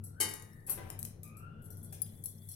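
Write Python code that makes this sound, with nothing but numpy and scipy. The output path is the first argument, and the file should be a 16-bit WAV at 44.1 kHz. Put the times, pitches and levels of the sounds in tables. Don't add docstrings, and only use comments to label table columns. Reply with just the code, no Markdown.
import sys
import numpy as np
from scipy import signal
from scipy.fft import rfft, irfft
from scipy.io import wavfile

SR = 44100
rng = np.random.default_rng(int(sys.argv[2]) if len(sys.argv) > 2 else 0)


def wrap_up_sound(samples):
    columns = np.atleast_2d(samples).T
    tamed = np.clip(columns, -1, 1)
    steps = np.round(tamed * 32767).astype(np.int16)
    wavfile.write(sys.argv[1], SR, steps)


N = 112454
T = np.arange(N) / SR

# start_s, level_db, room_db (re direct), contact_s, tilt_db_per_octave
STEEL_BLOWS = [(0.2015, -6.5, 5.5, 0.0081, 0.5), (0.2105, -3.5, -3, 0.0092, 2.5),
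               (0.226, -12, 2, 0.015, -1), (0.253, -22, 2, .003, -2), (0.287, -20.5, 7, 0.0027, 1.5),
               (0.312, -26, -2, .002, 2), (0.3371, -17.5, 0, 0.003, 2), (0.355, -29, 1, .003, 2),
               (0.397, -30, 0, .002, 2), (0.4224, -27.5, -2.5, 0.003, 3.5)]
# time_s, level_db
RUB_LEVEL = [(0, -77), (.2, -74), (.5, -67), (.62, -73), (.9, -63), (.97, -76), (1.04, -54.5), (1.08, -64),
             (1.15, -78.5), (1.58, -89), (1.64, -71), (1.9, -69), (2.1, -61), (2.21, -65), (2.35, -63.5),
             (2.55, -57.5)]


def from_db(db):
    return 10 ** (np.asarray(db) / 20)


def rms_one(x):
    return x / np.sqrt(np.mean(x ** 2) + 1e-20)


def energy_one(x):
    return x / np.sqrt(np.sum(x ** 2) + 1e-20)


def in_time(rows):
    seconds, *columns = np.transpose(rows)
    return [np.interp(T, seconds, column) for column in columns]


def at_hz(points, hz):
    table_hz, values = np.transpose(points)
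    return np.interp(np.log(np.maximum(hz, 1)), np.log(table_hz), values)


def pan(db):
    return from_db([[db], [-db]])


def drift(rate_hz):
    pole = np.exp(-40 * np.pi * rate_hz / SR)
    noise = rng.standard_normal(N // 20 + 2002)
    slow = signal.lfilter([1], [1, -2 * pole, pole * pole], noise)[2000:]
    return np.interp(np.arange(N) / 20, np.arange(len(slow)), rms_one(slow))


def tick(colour, size=2048):
    level_db = at_hz(colour, np.fft.rfftfreq(size, 1 / SR))
    cepstrum = irfft(np.log(from_db(level_db)))
    cepstrum[1:size // 2] *= 2
    cepstrum[size // 2 + 1:] = 0
    return energy_one(irfft(np.exp(rfft(cepstrum))))


def slips(rate_per_s, spread_db, size):
    happens = rng.random(size) < rate_per_s / SR
    sign = rng.choice([-1, 1], size)
    strength_db = spread_db * np.minimum(rng.exponential(1, size), 3)
    return happens * sign * from_db(strength_db)


def body_ring(modes, t, tilt_db, detune):
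    mode_spread_db = 1.5
    ring = 0
    for hz, level_db, t60_s in modes:
        partial_db = level_db + tilt_db * np.log2(hz) + rng.normal(0, mode_spread_db)
        pitch_hz = hz * (1 + detune * rng.normal())
        partial = np.sin(2 * np.pi * (pitch_hz * t + rng.random()))
        ring = ring + from_db(partial_db - 60 * t / t60_s) * partial
    return ring


def contacts(events, colour, modes=(), ring_db=0, detune=0, slips_per_s=7000):
    slip_spread_db, rise_s = 3, 0.0005
    out, t = np.zeros((2, N + SR)), T[:SR // 2]
    for start_s, level_db, room_db, length_s, tilt_db in events:
        tilt_db = np.clip(tilt_db, -2.5, 3.5)
        click = tick([(hz, db + tilt_db * np.log2(hz)) for hz, db in colour])
        burst = slips(slips_per_s, slip_spread_db, len(t)) * (1 - np.exp(-t / rise_s))
        force = np.exp(-t / max(length_s, 1e-4))
        sound = energy_one(signal.fftconvolve(burst * force, click)[:len(t)])
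        if len(modes):
            ring = energy_one(body_ring(modes, t, tilt_db, detune) * (1 - force))
            sound = energy_one(sound + from_db(ring_db) * ring)
        start = int(start_s * SR)
        out[:, start:start + len(t)] += from_db([[level_db], [level_db + room_db]]) * sound
    return out[:, :N]


def shell_snaps():
    # start_s, level_db, room_db (re direct), tear_s, tilt_db_per_octave
    snaps = [(0.5332, -39, -19, 0.0012, 5), (0.9018, -18, -2.5, 0.00087, -1),
             (0.9901, -16, -2, 0.0059, 3.5), (1.0288, -14, -6, 0.0005, 2), (1.0505, -16, -2, 0.003, -1.5),
             (1.2326, -25, 4, 0.0014, 0.5), (1.2765, -35.5, 3.5, 0.0012, 8), (1.9081, -40, 3, .002, 3.5),
             (1.9245, -25, 8, 0.0055, -5), (2.0617, -33.5, 4.5, 0.0048, -2.5),
             (2.124, -46, -26, 0.0037, -2)]
    # pitch_hz, level_db
    shell_colour = [(300, -13.5), (1200, -22), (2400, -14.5), (4000, -11.5), (6500, -8), (10000, 6),
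                    (13000, 6.5), (15500, -8.5)]
    return contacts(snaps, shell_colour)


def rubbing():
    # pitch_hz, level_db
    rub_colour = [(500, -35), (2000, -5), (2800, -28.5), (4500, -17.5), (6300, -13), (8500, 4.5),
                  (11500, 10), (15500, -0.5)]
    crackles_per_s, crackle_spread_db = 1500, -5.5
    level_db, = in_time(RUB_LEVEL)
    gain = from_db(level_db + 2 * drift(37))
    crackle = signal.fftconvolve(slips(crackles_per_s, crackle_spread_db, N), tick(rub_colour))[:N]
    return gain * rms_one(crackle)


def squelch():
    bubbles_per_s, spread_db = 110, 4
    below_rub_db, ring_cycles = -16.5, 150
    level_db, = in_time(RUB_LEVEL)
    pitches_hz, t, out = np.geomspace(3000, 7500, 24), T[:SR // 10], 0
    for hz in pitches_hz:
        bubble = energy_one(from_db(-60 * t * hz / ring_cycles) * np.sin(2 * np.pi * hz * t))
        bursts = slips(bubbles_per_s / len(pitches_hz), spread_db, N)
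        out = out + hz * signal.fftconvolve(bursts, bubble)[:N]
    return from_db(level_db + below_rub_db) * rms_one(out)


def bangle_clinks():
    # start_s, level_db, room_db (re direct), contact_s, tilt_db_per_octave
    clinks = [(0.0383, -24, 7.5, 0.006, 3.5), (0.6654, -21.5, 8.5, 0.0097, 1.5),
              (0.6955, -9.5, 6.5, 0.0024, 3.5), (0.702, -6, -19, 0.021, 4.5),
              (0.731, -24, 9.5, 0.0061, 2.5), (1.3683, -30.5, 3.5, 0.0027, -1),
              (1.6192, -40, 9.5, 0.0082, 5), (1.6407, -34, 6, 0.0097, 10.5), (1.657, -30, -24, 0.0054, 16),
              (1.703, -27.5, 6, 0.0022, 2.5), (1.7709, -30, 3, 0.00068, 3.5), (1.8292, -30.5, 9, 0.0012, 6),
              (1.8447, -30, 1, 0.0033, -6), (2.2378, -17, 0.5, 0.0046, 4), (2.2578, -12, -2, 0.001, 0.5),
              (2.285, -26.5, 6, 0.0081, 9), (2.4872, -23.5, 6.5, 0.0022, 0.5), (2.5152, -24, 4, 0.0016, -6)]
    # pitch_hz, level_db, t60_s
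    bangle_modes = [(4235, -7.5, 0.07), (5754, 2.5, 0.032), (8160, -5.5, 0.21), (11020, 8.5, 0.093),
                    (11000, 15.5, 0.036), (11800, 6.5, 0.016), (13200, 5.5, 0.11)]
    # pitch_hz, level_db
    bangle_colour = [(400, -42), (1000, -30), (3000, -37), (4300, -13.5), (5200, -11.5), (5800, -19.5),
                     (6500, -13), (8000, 2.5), (10000, 2.5), (11200, 12.5), (13000, 3.5), (14300, -6),
                     (15500, -11)]
    return contacts(clinks, bangle_colour, bangle_modes, ring_db=-4, detune=0.004)


def bangle_tap():
    # start_s, level_db, room_db (re direct), contact_s, tilt_db_per_octave
    taps = [(2.0178, -5, -9, 0.0034, 1)]
    # pitch_hz, level_db, t60_s
    tap_modes = [(4983, -32, 0.19), (5660, -24, .03), (9480, 0, 0.039), (10820, 7, 0.016),
                 (11030, 10.5, 0.022), (15050, 1, 0.018)]
    # pitch_hz, level_db
    tap_colour = [(1000, -26), (4000, -28), (5400, -22), (8400, -8.5), (9400, -7), (10000, -6), (11000, -4),
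                  (12000, 3), (14000, -23), (15300, -22)]
    return contacts(taps, tap_colour, tap_modes, ring_db=11)


def steel_clank():
    # pitch_hz, level_db
    steel_colour = [(150, -15.5), (330, -3), (700, -12), (1300, -13), (2200, -11), (2600, -19), (3400, -26),
                    (4400, -17), (6000, -11), (8000, -3), (9700, 0), (12000, -3), (14000, -10),
                    (15500, -21)]
    return contacts(STEEL_BLOWS, steel_colour)


def steel_ring():
    # pitch_hz, level_db, t60_s
    steel_modes = [(863, -48, 0.57), (1069, -55.5, 0.65), (1232, -60, 1), (1598, -44, 0.19),
                   (1917, -47.5, 0.71), (2068, -45, .35), (2164, -45, 0.37), (2184, -46, 0.51),
                   (2495, -51, 0.178), (2835, -52, 0.58), (2963, -40, 0.39), (3077, -36.5, 0.29),
                   (3655, -60.5, 0.59), (3790, -49.5, 0.6), (4016, -48.5, 0.21), (4395, -45, .22),
                   (4480, -43.5, 0.41), (4500, -42.5, 0.17), (4850, -47, 0.38), (5174, -48.5, 0.224),
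                   (5240, -45, 0.41), (5660, -50, 0.17), (6280, -45, 0.098), (6400, -39, 0.094),
                   (6853, -40, .14), (7720, -37, 0.135), (8300, -40, .14), (9337, -29.5, .15),
                   (10100, -27, 0.079), (10100, -39.5, 0.45)]
    ring_db, pan_db, rise_s, side_phase_rad = 2, 2, 0.008, 1.2
    t = np.maximum(T - STEEL_BLOWS[0][0], 0)
    ring = 0
    for hz, level_db, t60_s in steel_modes:
        side_phase = side_phase_rad * rng.choice([-1, 1]) * np.array([[0], [1]])
        partial = np.sin(2 * np.pi * (hz * t + rng.random()) + side_phase)
        ring = ring + from_db(level_db - 60 * t / t60_s) * partial
    return from_db(ring_db) * pan(pan_db) * ring * (1 - np.exp(-t / rise_s))


def scuffs():
    # start_s, level_db, room_db (re direct), length_s, tilt_db_per_octave
    shifts = [(0.674, -33, 11.5, 0.0094, 7), (0.688, -26, 6, 0.013, 0), (0.775, -23.5, 5.5, 0.0088, -2),
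              (0.794, -31, -0.5, 0.017, -4.5), (0.826, -30, -3, 0.029, -2), (0.866, -35.5, 4, 0.0067, -2),
              (0.899, -28.5, 2.5, 0.006, -1), (1.926, -37.5, 0, 0.008, -3)]
    # pitch_hz, level_db, t60_s
    scuff_modes = [(387, 2, 0.047), (611, -8.5, 0.22), (760.4, -1.5, 0.17), (896, -10.5, 0.086),
                   (1036, -1.5, 0.092), (2008, -2, 0.057)]
    # pitch_hz, level_db
    scuff_colour = [(120, -6.5), (400, 1), (900, -3), (1500, -3), (2600, -6), (4000, -13.5), (8000, -18),
                    (15000, -10.5)]
    return contacts(shifts, scuff_colour, scuff_modes, ring_db=-6, detune=0.06, slips_per_s=1800)


def far_squeal():
    # time_s, pitch_hz, level_db, octave_level_db
    squeal = [(0.02, 1350, -77.5, -88), (0.12, 1406, -79.5, -109), (0.18, 1546, -57.5, -87),
              (0.23, 1648, -82, -100), (0.46, 1816, -75, -100), (0.55, 1858, -68.5, -109),
              (0.66, 1806, -80, -104), (0.75, 1875, -100, -110), (1.215, 1198, -105, -105),
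              (1.235, 1185, -70.5, -66.5), (1.35, 1276, -65.5, -76), (1.44, 1392, -59, -71.5),
              (1.51, 1385, -73.5, -78.5), (1.58, 1428, -70, -79.5), (1.68, 1439, -75, -98.5),
              (1.88, 1413, -83.5, -105), (2.0, 1406, -100, -110)]
    jitter_share, jitter_hz = 0.04, 260
    hz, level_db, octave_db = in_time(squeal)
    rough_hz = hz * (1 + jitter_share * drift(jitter_hz))
    phase = 2 * np.pi * np.cumsum(rough_hz) / SR
    return np.sqrt(2) * (from_db(level_db) * np.sin(phase) + from_db(octave_db) * np.sin(2 * phase))


def whine():
    # pitch_hz, level_db (re the curve below)
    whine_tones = [(3450, 4), (3240, -5.5)]
    # time_s, level_db
    whine_level = [(0, -115), (1.42, -110), (1.52, -94.5), (2.08, -81.5), (2.17, -83), (2.42, -82.5),
                   (2.55, -84)]
    waver_hz = 27
    level_db, = in_time(whine_level)
    out = 0
    for hz, db in whine_tones:
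        waver = drift(waver_hz) + 1j * drift(waver_hz)
        out = out + from_db(level_db + db) * np.real(waver * np.exp(2j * np.pi * hz * T))
    return out


def motor():
    # pitch_hz, level_db (before the swell), waver_share
    hum_tones = [(97.93, -54, 0.076), (157.3, -62, 0.22)]
    # time_s, level_db
    motor_swell = [(0, 5), (.6, -7.5), (1.0, 2.5), (1.2, 0), (1.6, 1), (2.0, 2), (2.55, -0.5)]
    throb_hz, throb_db = 220.2, -59
    throb_period_s, throb_peak_s = 0.265, 1.58
    hum = 0
    for hz, level_db, waver_share in hum_tones:
        waver = 1 + waver_share * (drift(4.4) + 1j * drift(8.3))
        hum = hum + from_db(level_db) * np.real(waver * np.exp(2j * np.pi * hz * T))
    throb = np.cos(np.pi * (T - throb_peak_s) / throb_period_s) ** 4
    throb_tone = np.sin(2 * np.pi * throb_hz * T + drift(4.2))
    swell_db, = in_time(motor_swell)
    return np.sqrt(2) * from_db(swell_db) * (hum + from_db(throb_db) * throb * throb_tone)


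def room_air():
    # pitch_hz, level_db
    air_colour = [(25, 2), (45, -9.5), (62, -7.5), (85, 6), (130, 5.5), (175, 0), (260, -9), (450, -12),
                  (700, -21), (1100, -31), (2000, -37.5), (2800, -52.5), (4000, -46.5), (8000, -55),
                  (16000, -62.5)]
    # time_s, level_db
    air_level = [(0, -54), (.55, -55.5), (.85, -50.5), (1.3, -53.5), (1.7, -50.5), (2.2, -54), (2.55, -59)]
    # pitch_hz, correlation (0 to 1)
    likeness = [(30, 0.72), (100, 1), (200, 1), (400, 0.24), (1000, 0.079), (3000, .05)]
    hz = np.fft.rfftfreq(N, 1 / SR)
    mid, side = rfft(rng.standard_normal((2, N))) * from_db(at_hz(air_colour, hz)) * (hz > 15)
    alike = np.clip(at_hz(likeness, hz), 0, 1)
    both_sides = np.sqrt(1 + alike) * mid + np.sqrt(1 - alike) * side * [[1], [-1]]
    level_db, = in_time(air_level)
    return from_db(level_db) * rms_one(irfft(both_sides, N))


def kitchen(x):
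    # pitch_hz, t60_s
    room_t60 = [(200, 0.58), (1000, 0.65), (4000, 0.51), (8000, 0.23), (15000, 0.16)]
    build_s = 0.001
    t, edges_hz = T[:SR], np.geomspace(60, 18000, 13)
    noise, hz = rfft(rng.standard_normal((2, SR))), np.fft.rfftfreq(SR, 1 / SR)
    tail = 0
    for low, high in zip(edges_hz, edges_hz[1:]):
        band = irfft(noise * ((hz >= low) & (hz < high)))
        t60_s = at_hz(room_t60, np.sqrt(low * high))
        tail = tail + band * np.exp(-np.log(1000) * t / t60_s)
    tail = np.sqrt(2) * energy_one(tail * (1 - np.exp(-t / build_s)))
    return signal.fftconvolve(x[None], tail, axes=1)[:, :N]


def later(x, lag_s):
    hz = np.fft.rfftfreq(N, 1 / SR)
    return irfft(rfft(x) * np.exp(-2j * np.pi * hz * lag_s), N)


def scene():
    direct, feed = shell_snaps() + bangle_clinks() + bangle_tap() + steel_clank() + scuffs()
    rub = rubbing()
    near = direct + 0.23 * rub + squelch()
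    near_sides = pan(5) * np.array([near, later(near, 0.00005)])
    room = pan(2.5) * kitchen(feed + rub + far_squeal() + whine())
    background = pan(2) * (motor() + room_air())
    return near_sides + steel_ring() + room + background


def record(dry):
    top_cut = signal.ellip(10, 0.2, 80, 16200, fs=SR, output="sos")
    return signal.sosfilt(top_cut, dry)


dry = scene()
out = record(dry)
wrap_up_sound(out)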